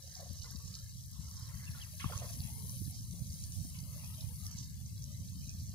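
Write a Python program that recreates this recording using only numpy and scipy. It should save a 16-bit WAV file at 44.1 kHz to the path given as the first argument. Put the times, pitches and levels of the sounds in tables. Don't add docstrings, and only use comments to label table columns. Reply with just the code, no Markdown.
import sys
import numpy as np
from scipy import signal
from scipy.fft import rfft, irfft
from scipy.io import wavfile
from scipy.ndimage import uniform_filter1d

SR = 44100
rng = np.random.default_rng(int(sys.argv[2]) if len(sys.argv) > 2 else 0)


def magnitude_from_level(level_db):
    exponent = np.asarray(level_db, float) / 20
    return 10 ** exponent


def wav_record(signal):
    frames = np.transpose(np.atleast_2d(signal))
    bounded = np.clip(frames, -1, 1)
    quanta = np.round(bounded * 32767).astype(np.int16)
    wavfile.write(sys.argv[1], SR, quanta)


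N = 253134
HZ = np.fft.rfftfreq(1024, 1 / SR)
LAG, SPLASH_LAG = 11, 6


def evened(x):
    return x / np.sqrt(np.mean(x ** 2) + 1e-20)


def read(points, hz):
    f, *columns = np.transpose(points)
    return np.array([np.interp(np.log(hz + 1), np.log(f + 1), c) for c in columns])


def follow(rows):
    s, *columns = np.transpose(rows)
    return np.array([np.interp(np.arange(N) / SR, s, c) for c in columns])


def add(mix, s, sound):
    part = mix[:, round(s * SR):][:, :sound.shape[1]]
    part += sound[:, :part.shape[1]]


def colour(x, db):
    hz = np.fft.rfftfreq(N, 1 / SR)
    return irfft(rfft(x, N) * magnitude_from_level([np.interp(hz, HZ, d) for d in db]), N)


def ports(same, lag=LAG):
    a, b = rng.standard_normal((2, N))
    return np.array([a, same * np.roll(a, lag) + np.sqrt(1 - np.clip(same, 0, 1) ** 2) * b])


def lumps(seconds, channels=1):
    size = int(seconds * SR)
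    noise = rng.standard_normal((channels, N))
    return evened(uniform_filter1d(uniform_filter1d(noise, size), size))


def peak_db(hz, width):
    return -20 * np.log10(1 + (2 * (HZ - hz) / width) ** 2)


def sides(pan_db):
    return magnitude_from_level(np.array([pan_db / 2, -pan_db / 2]))


def sparse(count, spread_db):
    at, size = rng.random((count, 2)).T
    out = np.zeros(N)
    out[(at * N).astype(int)] = magnitude_from_level(spread_db * np.minimum(-np.log(size + 1e-9), 3.3))
    return out


def arch(u, edge_db):
    return edge_db * (2 * u - 1) ** 2


def around(times, weights, seconds, before=0.59):
    t = np.arange(0, N, 64) / SR
    u = (t - np.c_[times]) / seconds
    bells = np.exp(-np.where(u < 0, u / before, u) ** 2)
    return np.interp(np.arange(N) / SR, t, np.dot(weights, bells))


def whistles(events, glide, edge_db, fuzz_hz, lag):
    out = np.zeros((2, N))
    for s, length, db, *pitch in events:
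        u = np.arange(0, length, 1 / SR) / length
        blur = 1 + fuzz_hz / 40 * lumps(1 / max(fuzz_hz, 5))[0, :len(u)]
        whistle = np.sin(2 * np.pi * np.cumsum(glide(u, *pitch)) / SR)
        tone = magnitude_from_level(db + arch(u, edge_db)) * evened(blur * whistle)
        add(out, s, sides(0.071)[:, None] * [tone, np.roll(tone, lag)])
    return out


# (time [s], strength [dB])
WIND_STRENGTH = [
    (0.0, -57.5),
    (0.25, -50.5),
    (0.65, -51.5),
    (1.7, -48),
    (1.95, -50),
    (2.15, -47),
    (4.2, -47.5),
    (5.74, -47),
]
# (frequency [Hz], density [dB per Hz])
WIND_TONE = [(12, -67), (20, -28), (27, -12), (46, -6.5), (92, 4), (157, -5.5), (222, -19.5), (249, -32.5),
             (276, -39.5), (420, -44), (550, -80), (920, -120)]
# (frequency [Hz], share [0-1])
WIND_SAME = [(40, .1), (100, .3), (200, .5), (400, .3)]
# (time [s], peak [dB], pitch [Hz], left-right [dB], push + or pull - [-1 to 1])
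BUFFETS = [(0.307, -29, 115, 21, 0.74), (0.547, -29, 144, 28, 0.54), (1.191, -29, 91, 14, 0.76),
           (2.157, -25.5, 80, -5, 0.79), (2.4, -25, 97, -8.5, 0.69), (2.449, -30.5, 129, 25, 0.84),
           (2.524, -27.5, 93.5, -6, 0.66), (2.808, -27, 110, -13, 0.79), (2.876, -35, 164, -14.5, 1),
           (3.131, -38, 63.6, 17, 0.75), (3.217, -24, 112, -14, 0.65), (4.241, -26.5, 100, -11.5, 0.68),
           (4.55, -24, 119, 0.5, 0.39), (0.399, -33.5, 89.5, -11.5, 0.86), (0.653, -27.5, 101, -11, 0.6),
           (0.704, -31.5, 101, -6, 0.75), (0.831, -29, 79.5, -1, 0.67), (0.951, -33, 95, -5, 1),
           (1.274, -31.5, 90, -3, 0.72), (1.427, -29, 97, -6, 0.81), (1.555, -29, 89, 8, .7),
           (1.692, -28.5, 97, 5, 0.78), (2.617, -50, 89, -1, 0.6), (3.296, -24.5, 78.5, 5, 0.65),
           (3.574, -39, 92, -13, 0.65), (3.829, -36, 178, -13.5, 0.31), (3.897, -53, 93, 2, 0.58),
           (4.4, -44, 182, 6, 0.42), (4.868, -54, 135, -2, 0.52), (4.986, -44, 140, -2, 0.59),
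           (5.076, -57, 102, 6, 0.43), (5.22, -41, 140, -2, 0.52), (5.283, -40, 109, -2, 0.69),
           (5.363, -31, 146, -2, 0.72), (5.546, -26, 115, 0, 0.66)]
# (time [s], peak [dB], pitch [Hz], left-right [dB], push + or pull - [-1 to 1])
SLAPS = [(2.043, -28.5, 179, 18, -0.79), (2.0581, -17, 101.5, 18, 0.43), (2.817, -34.5, 200, -21, -0.83),
         (3.139, -44, 234, 18, 1), (3.649, -30, 172, -20, 0.44), (4.401, -45, 165, -2, 0.75),
         (4.609, -30, 148, 2, 0.45), (4.669, -45, 167, 0, -0.0059), (5.473, -32, 145, 2, 0.79),
         (0.313, -44, 181, 12, 0.86), (1.199, -41.5, 210, -12, 0.43)]


def wind():
    when, _, _, side_db, _ = np.transpose(BUFFETS)
    gust_s = 0.058
    gust = around(when, np.ones(len(when)), gust_s)
    pan_db = 0.76 * around(when, side_db, gust_s)
    strength_db = follow(WIND_STRENGTH)[0]
    edge_db = -8 + 4.5 * (strength_db + 46) + 3.5 * gust
    strength_db = strength_db - 0.5 * gust

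    a, b = rfft(rng.standard_normal((2, N)))
    same = np.clip(read(WIND_SAME, np.fft.rfftfreq(N, 1 / SR))[0], 0, 1)
    air = irfft([a, same * a + np.sqrt(1 - same ** 2) * b], N)
    body = evened(colour(air, read(WIND_TONE, HZ)[[0, 0]])) * magnitude_from_level(0.43 * lumps(0.021, channels=2))
    edge = evened(colour(air, [2 * peak_db(176.0, 182)] * 2))
    edge = edge * magnitude_from_level(edge_db - 5.5 + 4.17 * lumps(0.013, channels=2))
    out = (body + edge) * magnitude_from_level(strength_db + 2.24) * sides(pan_db)
    for s, db, hz, pan, way in BUFFETS + SLAPS:
        u = np.arange(-1, 1, hz / SR)
        push = way * np.sin(2 * np.pi * u) * np.exp(-(u / .5) ** 2) * np.cos(np.pi * u / 2)
        add(out, s - .5 / hz, magnitude_from_level(db - 4.5) * sides(np.clip(pan, -18, 18))[:, None] * push)
    return out


# (time [s], flow [dB])
FLOW = [(0.0, -58), (0.56, -58), (0.63, -61.5), (0.78, -57), (1.05, -61.5), (2.1, -58.5), (2.2, -56.5),
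        (2.3, -59), (3.15, -60.5), (3.3, -58.5), (3.85, -63), (4.46, -60), (4.95, -63.5), (5.04, -60),
        (5.3, -61), (5.74, -60)]
# (frequency [Hz], left [dB], right [dB])
TRICKLE_TONE = [(2400, -27, -23), (3060, -5.5, -37), (3880, -7.5, -3), (4700, -0.5, -3), (5860, -4.5, 4.5),
                (6300, -15, 4), (6760, -3, -2), (7570, -7, -18), (9030, -8.5, -16), (13800, -67, -24)]
# (time [s], peak [dB], pitch [Hz])
TICKS = [(0.0253, -35, 5630), (0.1531, -30, 5400), (0.2918, -42, 4470), (0.4223, -36, 4330),
         (0.4445, -36, 5060), (0.5054, -33.5, 5370), (0.7415, -33.5, 4640), (0.7525, -38, 4500),
         (0.786, -65, 6060), (1.3128, -34, 5850), (1.368, -37, 5600), (1.425, -41, 4930),
         (1.817, -37.5, 5070), (1.9965, -40, 4200), (2.1774, -27, 6400), (2.291, -42, 4800),
         (2.3895, -40, 5530), (2.4042, -33, 4460), (2.4735, -36, 7000), (2.695, -30, 5950),
         (3.3235, -38, 6600), (3.4126, -36, 6300), (3.439, -31, 6300), (3.5214, -32, 6000),
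         (4.208, -34, 5400), (4.211, -48, 3800), (4.045, -38, 6100), (4.073, -50, 5230), (4.466, -28, 5670),
         (4.5147, -34, 6140), (4.588, -32.5, 5860), (4.8624, -38, 6440), (5.0412, -33, 6050),
         (5.4938, -29, 5760), (0.5576, -35.5, 5550), (0.68, -41, 6460), (1.4565, -45, 4130),
         (1.5748, -43, 5040), (1.714, -44, 4330), (1.784, -49, 3800), (1.925, -53, 4700),
         (2.158, -44, 4400), (2.3321, -38, 5600), (2.8534, -53, 4400), (3.113, -42.5, 4370),
         (3.2695, -39, 6840), (3.372, -61, 6000), (3.791, -39, 4840), (3.839, -43, 5000),
         (4.4463, -57, 5990), (4.9793, -40.5, 5100), (5.023, -39, 5960), (5.458, -40, 6600),
         (5.5263, -49, 6700), (5.694, -36, 6100)]


def trickle():
    out = ports(0.72) * magnitude_from_level(2.0 * lumps(0.0053) + 2.5 * lumps(0.084))
    t = np.arange(300) / SR
    for hz in rng.uniform(3310, 8250, 14):
        ring = np.sin(2 * np.pi * hz * t) * t * hz * np.exp(-t * hz / 3.28)
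        drop = signal.oaconvolve(sparse(count=220, spread_db=4.5), ring)[:N]
        out += magnitude_from_level(-12.0) * np.array([drop, np.roll(drop, LAG)])
    out = evened(colour(out, read(TRICKLE_TONE, HZ)))

    when, _, pitch = np.transpose(TICKS)
    spatter_s = 0.03
    flow_db = follow(FLOW)[0] + 1.5 * around(when, np.ones(len(when)), spatter_s, before=.1)
    large_db = -5.5 + 2.5 * around(when, np.log2(5800 / pitch), spatter_s, before=0.49)
    large = colour(out, [-10 * np.log10(1 + (HZ / 4900) ** 16)] * 2)
    out = magnitude_from_level(flow_db + 4.0) * (out - large + magnitude_from_level(large_db + 2.0) * large)

    ticks = np.zeros((2, N))
    t = np.arange(400) / SR
    for s, db, hz in TICKS:
        u = t * np.pi * hz * 0.6
        tick = magnitude_from_level(db - 10) * np.sin(2 * np.pi * hz * t) * u * np.exp(1 - u / 3.0)
        add(ticks, s, np.array([magnitude_from_level(-5.0) * tick, np.roll(tick, LAG)]))
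    rebound_s, rebound_db = 0.011, -10
    return out + ticks + magnitude_from_level(rebound_db) * np.roll(ticks, int(rebound_s * SR), axis=1)


# (time [s], level [dB], pitch [Hz], t60 [s])
PLUNGES = [(0.0, -92, 2840, 0.082), (0.025, -65, 630, 0.6), (0.189, -53, 700, 0.63),
           (0.44, -58.5, 1290, 0.76), (1.744, -61, 1180, 0.2), (1.77, -56.5, 1450, 0.58),
           (1.996, -44, 2480, 0.8), (2.09, -55, 2570, 1), (2.039, -47, 1080, 0.37),
           (2.091, -48.5, 700, 0.58), (2.119, -47, 1180, 0.35), (2.215, -44.5, 730, 0.41),
           (2.22, -53, 1870, 0.39), (3.13, -62.5, 686, 0.95), (3.74, -60.5, 2800, 0.48),
           (4.19, -66, 3320, 0.64)]
# (start [s], length [s], level [dB], first pitch [Hz], last pitch [Hz])
SWISHES = [
    (0.026, 0.37, -66, 1870, 1500),
    (0.65, 0.084, -77, 930, 1510),
    (1.105, 0.69, -62, 1120, 1400),
    (1.375, 0.67, -58.5, 1590, 2580),
    (2.398, 0.15, -60, 2770, 2260),
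    (2.467, 0.3, -70, 880, 1020),
    (3.66, 1, -82, 1130, 1230),
    (3.787, 0.67, -65.5, 2800, 2800),
    (4.42, 0.2, -70.5, 1700, 1820),
]


def stirring(hz):
    t, power = np.arange(0, N, 64) / SR, 0
    reach_db, rise_s = 19.5, .007
    for s, db, pitch_hz, t60 in PLUNGES:
        since = np.maximum(t - s, 0)
        level = magnitude_from_level(db - 60 * since / t60 - reach_db * abs(np.log2(hz / pitch_hz)))
        power = power + level ** 2 * np.minimum(since / rise_s, 1)
    for s, length, db, first_hz, last_hz in SWISHES:
        u = np.clip((t - s) / length, 0, 1)
        octaves = abs(np.log2(hz / first_hz) - u * np.log2(last_hz / first_hz))
        power = power + (magnitude_from_level(db - reach_db * octaves) * np.sin(np.pi * u)) ** 2
    return np.interp(np.arange(N) / SR, t, power)


def bubble(hz, t60, rise):
    t = np.arange(0, t60, 1 / SR)
    tone = np.sin(2 * np.pi * hz * t * (1 + rise * t / t60))
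    return tone * magnitude_from_level(-60 * t / t60) * np.minimum(t / 0.0014, 1)


# (centre [Hz], width [Hz])
SLOSH_BANDS = [(600, 252), (1100, 650), (1800, 570), (2950, 1740)]
STILL_DB = [-84, -91.5, -84, -79]
# (time [s], peak [dB], pitch [Hz], left-right [dB])
BUBBLES = [(0.164, -42, 734, 3), (0.201, -35, 703, 7), (0.442, -43, 1420, 14), (0.517, -42, 1600, 3),
           (0.802, -57, 560, -2), (1.746, -36, 1430, 6), (1.748, -50, 920, 0), (1.746, -52, 1136, 14),
           (1.771, -44, 1370, -5), (1.935, -47, 610, 2), (2.003, -30, 2095, -13), (2.016, -47, 1350, -24),
           (2.042, -17, 1110, -2), (2.098, -27.5, 720, 2), (2.112, -33, 474, 5), (2.121, -38, 1387, -22),
           (2.132, -39, 1385, -21), (2.155, -38, 1105, -2), (2.217, -41, 994, 4), (2.228, -36, 563, 6),
           (2.482, -49, 670, -4), (2.578, -48.5, 424, 7), (2.623, -51, 421, 4), (2.73, -50, 545, -5),
           (3.96, -46, 594, -6), (4.182, -52, 627, -16), (4.448, -53, 1184, 15), (0.258, -42, 710, 7),
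           (0.45, -55, 474, 2), (0.455, -45, 2020, -10), (0.6, -52, 1135, 7), (0.7, -59, 480, 9),
           (1.613, -47, 1700, 0), (1.649, -46, 1700, -1), (2.006, -44, 1116, -10), (2.056, -44, 3170, -14),
           (2.018, -35, 2200, -17), (2.026, -45, 1240, -6), (2.203, -46, 630, 10), (2.104, -41, 615, 1),
           (2.222, -40, 1870, -3), (2.258, -41, 1010, 0), (2.262, -53, 582, 7), (2.298, -43, 677, 3),
           (4.295, -55.5, 490, -13), (4.48, -48, 1740, -8)]


def paddling():
    out = np.zeros((2, N))
    for (hz, width), still_db in zip(SLOSH_BANDS, STILL_DB):
        stir = ports(0.29, lag=SPLASH_LAG) * magnitude_from_level(2.6 * lumps(0.012))
        for f in hz + width * rng.uniform(-0.548, 0.565, 5):
            ring = signal.oaconvolve(sparse(count=220, spread_db=2.5), bubble(f, 0.032, 0.095))[:N]
            stir += magnitude_from_level(-7.0) * np.array([ring, np.roll(ring, SPLASH_LAG)])
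        slosh = evened(colour(stir, [peak_db(hz, width)] * 2))
        out += np.sqrt(magnitude_from_level(still_db) ** 2 + stirring(hz)) * slosh
    for s, db, hz, pan in BUBBLES:
        t60 = 0.086 * 2 ** (-(db + 40) / 11.5)
        ring = magnitude_from_level(db - 11.0) * bubble(hz, np.clip(t60, .01, .2), 0.028)
        add(out, s, sides(pan)[:, None] * [ring, np.roll(ring, SPLASH_LAG)])
    return out


# (frequency [Hz], share [0-1])
BOUNCE = [(300, 0.084), (2400, 0.078), (3600, 0.039), (5000, 0.12)]


def bounced(x):
    step_hz, first_hz = 541, 102
    hz = np.fft.rfftfreq(N, 1 / SR)
    share = read(BOUNCE, hz)[0]
    comb = 1 + share * np.exp(-2j * np.pi * (hz - first_hz) / step_hz)
    return irfft(rfft(x) * comb / np.sqrt(1 + share ** 2), N)


def rustle():
    k = np.arange(500)
    soft = np.exp(-k / 90) * np.minimum(k / 30, 1)
    crackle = signal.oaconvolve(sparse(count=260, spread_db=3.2), soft)[:N]
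    tone = [peak_db(11400, 7400), peak_db(16200, 6600) - 19]
    return magnitude_from_level(-65.0 + 2.5 * lumps(.1)) * colour(ports(0.38) * (1 + 5.3 * crackle), tone)


# (pitch [Hz], level [dB])
WHINES = [(1671, -86), (1729, -86), (2132, -84), (3477, -85)]


def pump():
    out = np.zeros((2, N))
    for hz, db in WHINES:
        level_db = db - 1.1 * np.arange(N) / SR + 1.6 * lumps(0.25)
        out += magnitude_from_level(level_db) * np.sin(2 * np.pi * np.cumsum(hz + 1.51 * lumps(0.294)[0]) / SR)
    return out


# (frequency [Hz], left [dB per Hz], right [dB per Hz])
HISS = [(298, -113, -113), (1360, -112, -113), (1500, -119, -119), (1700, -113, -114), (2060, -109, -113),
        (2390, -119, -121), (3060, -103, -112), (3780, -107, -111), (4060, -99, -104), (5100, -100.5, -104),
        (8540, -96, -108), (11900, -96, -110), (13800, -99.5, -111), (16400, -103, -112)]


def port_hiss():
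    return bounced(colour(ports(0), read(HISS, HZ))) * np.sqrt(SR / 2)


# (time [s], peak [dB], pitch [Hz], left-right [dB])
SNAPS = [(0.3327, -41, 11900, 31.0), (0.51, -39, 11000, 40), (1.1147, -44, 12300, 29.5),
         (1.1932, -48, 14800, 24.5), (2.1864, -46, 9800, 9.5), (2.5347, -34, 10900, 3),
         (2.6788, -43, 11500, 3), (2.7521, -49, 10100, 5), (2.9085, -32, 10500, -3),
         (3.4361, -44, 11900, 17), (5.474, -48, 9070, 27), (5.597, -40.5, 10500, 28.0)]


def snaps():
    out, t = np.zeros((2, N)), np.arange(800) / SR
    shape = np.exp(-t / .0013) * np.minimum(t / 0.0008, 1)
    for s, db, hz, pan in SNAPS:
        noise = rng.standard_normal(800)
        puff = uniform_filter1d(uniform_filter1d(noise, size=6), size=6)
        puff = puff * np.cos(2 * np.pi * hz * t) * shape
        gain = magnitude_from_level(db + 8.0) * sides(np.clip(pan, -15, 15))[:, None]
        add(out, s, gain * [puff, np.roll(puff, LAG)])
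    return out


# (start [s], length [s], level [dB], first pitch [Hz], last pitch [Hz])
MURMURS = [(0.45, 0.3, -75, 480, 500), (0.68, 0.14, -72, 1150, 1400), (0.7, 0.25, -74, 1690, 1720),
           (2.38, 0.34, -68, 777, 1002), (2.52, 0.28, -72, 408, 559), (3.75, 0.35, -75, 2100, 2120),
           (3.82, 0.25, -71, 570, 630), (3.84, 0.45, -72, 1250, 1220), (3.86, 0.3, -74, 1080, 1050),
           (3.98, 0.36, -71, 896, 907), (4.15, 0.15, -72, 620, 610), (4.35, 0.4, -74, 2130, 2120),
           (4.4, 0.13, -72, 1230, 1240), (4.42, 0.12, -73, 720, 720), (4.5, 0.18, -74, 930, 930),
           (5.42, 0.034, -68, 2430, 2540), (5.485, 0.05, -65, 2520, 2480), (4.95, 0.3, -73, 560, 600),
           (3.55, 0.15, -72, 680, 660), (5.08, 0.12, -75, 1980, 1980), (3.985, 0.03, -64, 2750, 2950),
           (4.035, 0.03, -63, 2580, 2540), (2.9, 0.07, -72, 780, 620), (3.7, 0.12, -74, 1150, 900)]


def murmurs():
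    def glide(u, first_hz, last_hz):
        return first_hz + u * (last_hz - first_hz)
    return whistles(MURMURS, glide, edge_db=-6, fuzz_hz=220., lag=SPLASH_LAG)


# (start [s], end [s], final level [dB], swell over the first part [dB])
SONG_HIGH = [
    (1.5, 2.922, -53.5, 11),
    (3.72, 4.485, -55, 5),
]
SONG_LOW = [
    (2.93, 3.715, -55, 9),
]
SONG_BRIEF = [
    (3.06, 3.28, -63.5, 60),
]
# (centre [Hz], width [Hz], left [dB], right [dB])
WING_HIGH = [(10000, 460, 4.5, -14), (10450, 1300, 1.5, -2.5), (10900, 430, 1, -9), (11450, 340, -6, -22),
             (12000, 1100, 0, -7), (8920, 870, -2, -15), (17400, 11700, -6, -18)]
WING_LOW = [(9070, 160, -2.5, 2.5), (8700, 300, 2, -8), (9900, 570, -0.5, -7), (11050, 600, -14, -3.5),
            (10500, 6400, -5, -13), (14900, 1900, -9, -17)]
WING_BRIEF = [(9900, 350, 0, -6)]


def katydid(songs, wing, stroke_hz, depth):
    turns = np.cumsum(stroke_hz * (1 + 0.0021 * lumps(0.25)[0])) / SR
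    strokes = 1 - depth + depth * np.exp(1.1 * (np.cos(2 * np.pi * turns) - 1))
    tone = [10 * np.log10(sum(magnitude_from_level(row[k] + peak_db(*row[:2])) ** 2 for row in wing))
            for k in (2, 3)]
    scrape = evened(colour(ports(0.55) * strokes * magnitude_from_level(.6 * lumps(0.03)), tone))
    t, level = np.arange(N) / SR, 0
    for s, end, db, swell_db in songs:
        sounding = uniform_filter1d(1. * (t > s) * (t < end), size=1300)
        swell = swell_db * np.clip(1 - (t - s) / 0.95, 0, 1)
        level = level + magnitude_from_level(db + 4.0 - swell) * sounding
    return scrape * level


def katydids():
    high = katydid(SONG_HIGH, WING_HIGH, stroke_hz=123.9, depth=0.61)
    low = katydid(SONG_LOW, WING_LOW, stroke_hz=97.0, depth=0.39)
    return high + low + katydid(SONG_BRIEF, WING_BRIEF, stroke_hz=117.5, depth=0.3)


# (start [s], length [s], level [dB], top pitch [Hz])
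PEEPS = [
    (1.665, 0.028, -51, 2850),
    (1.802, 0.045, -50, 3370),
    (1.999, 0.058, -52, 3380),
]


def duckling():
    def glide(u, top_hz):
        end_hz = 2450
        pitches = [top_hz * 0.91, top_hz * 0.9, top_hz, 0.2 * top_hz + 0.85 * end_hz, end_hz]
        return np.interp(u, [0, .14, .28, .68, 1], pitches)
    peeps = whistles(PEEPS, glide, edge_db=-12, fuzz_hz=1, lag=LAG)
    return peeps + magnitude_from_level(-19) * np.roll(peeps[::-1], 520, axis=1)


def scene():
    water = bounced(trickle() + paddling()) + murmurs()
    return wind() + water + rustle() + pump() + snaps() + katydids() + duckling()


# (centre [Hz], width [Hz], left [dB], right [dB])
SHADE = [(680, 355, -6, -1), (885, 77, 4.5, -4), (1500, 330, -6, -1.5), (1870, 150, -6, -5.5),
         (2170, 150, 0, -4.5), (2220, 82, 0.5, -5.5), (2446, 164, -3, 0.5), (2800, 49, -3.5, -1),
         (3020, 195, -1, -9), (3300, 55, -9, 4), (3610, 118, -1.5, 9.5), (3604, 78, -12, -10.5),
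         (4240, 300, 1, -1), (8100, 240, 0, -14), (9520, 200, 1, -1), (10540, 240, 0, -9),
         (12450, 400, -0.5, -18)]


def body_shade(hz):
    return magnitude_from_level(sum(np.c_[left_db, right_db].T * np.exp(-((hz - f) / width) ** 2)
                   for f, width, left_db, right_db in SHADE))


# (frequency [Hz], left [dB per Hz], right [dB per Hz])
DROP_BELOW = [(288, -125, -125), (700, -114, -114), (1290, -116, -116), (2520, -111, -113),
              (3750, -104, -106), (3900, -112, -104), (6600, -110, -102), (8000, -110, -98),
              (10900, -110, -99), (11400, -110, -101), (13800, -110, -106), (15700, -108, -108)]
# (frequency [Hz], waver [dB])
FLUTTER = [(300, 5), (1000, 5.5), (3400, 4.5), (4000, 3), (8000, 2.5), (16000, 1.2)]


def weak_band_gain(hz, z):
    band = np.unique(np.round(10 * np.log2(1 + hz / 500) + hz / 300), return_inverse=True)[1]
    power = np.array([uniform_filter1d(2 * abs(z[:, band == k]) ** 2, size=3).mean(1)
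                      for k in range(band.max() + 1)])
    waver = rng.standard_normal(power.shape)
    waver = waver + .7 * rng.standard_normal(power[:, :1].shape)
    waver = evened(uniform_filter1d(waver, size=3))
    flutter_db = read(FLUTTER, hz).T * waver[band].transpose(1, 0, 2)
    level_db = (10 * np.log10(power + 1e-20) + 2.0 * waver)[band].transpose(1, 0, 2)
    over_db = level_db + flutter_db - read(DROP_BELOW, hz)[:, :, None]
    kept = magnitude_from_level(-60 / (1 + np.exp(np.clip(over_db / .4, -30, 30))))
    flutter_db = flutter_db * np.clip((26 - over_db + flutter_db) / 12, .15, 1)
    return kept * magnitude_from_level(flutter_db)


# (frequency [Hz], gain [dB])
MIC = [(20, -12), (38, -7), (55, 0), (15600, 0), (15800, -60)]


def mic_limits(hz):
    return magnitude_from_level(read(MIC, hz).T)


def band_limit(x):
    return signal.sosfilt(signal.butter(12, 16620, fs=SR, output="sos"), x)


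def record(dry):
    x = dry + port_hiss()
    hz, _, z = signal.stft(x, SR, nperseg=2048, noverlap=1024, scaling="psd")
    z = z * body_shade(hz)[:, :, None]
    z = z * weak_band_gain(hz, z) * mic_limits(hz)
    x = signal.istft(z, SR, nperseg=2048, noverlap=1024, scaling="psd")[1][:, :N]
    return band_limit(x)


dry = scene()
out = record(dry)
wav_record(out)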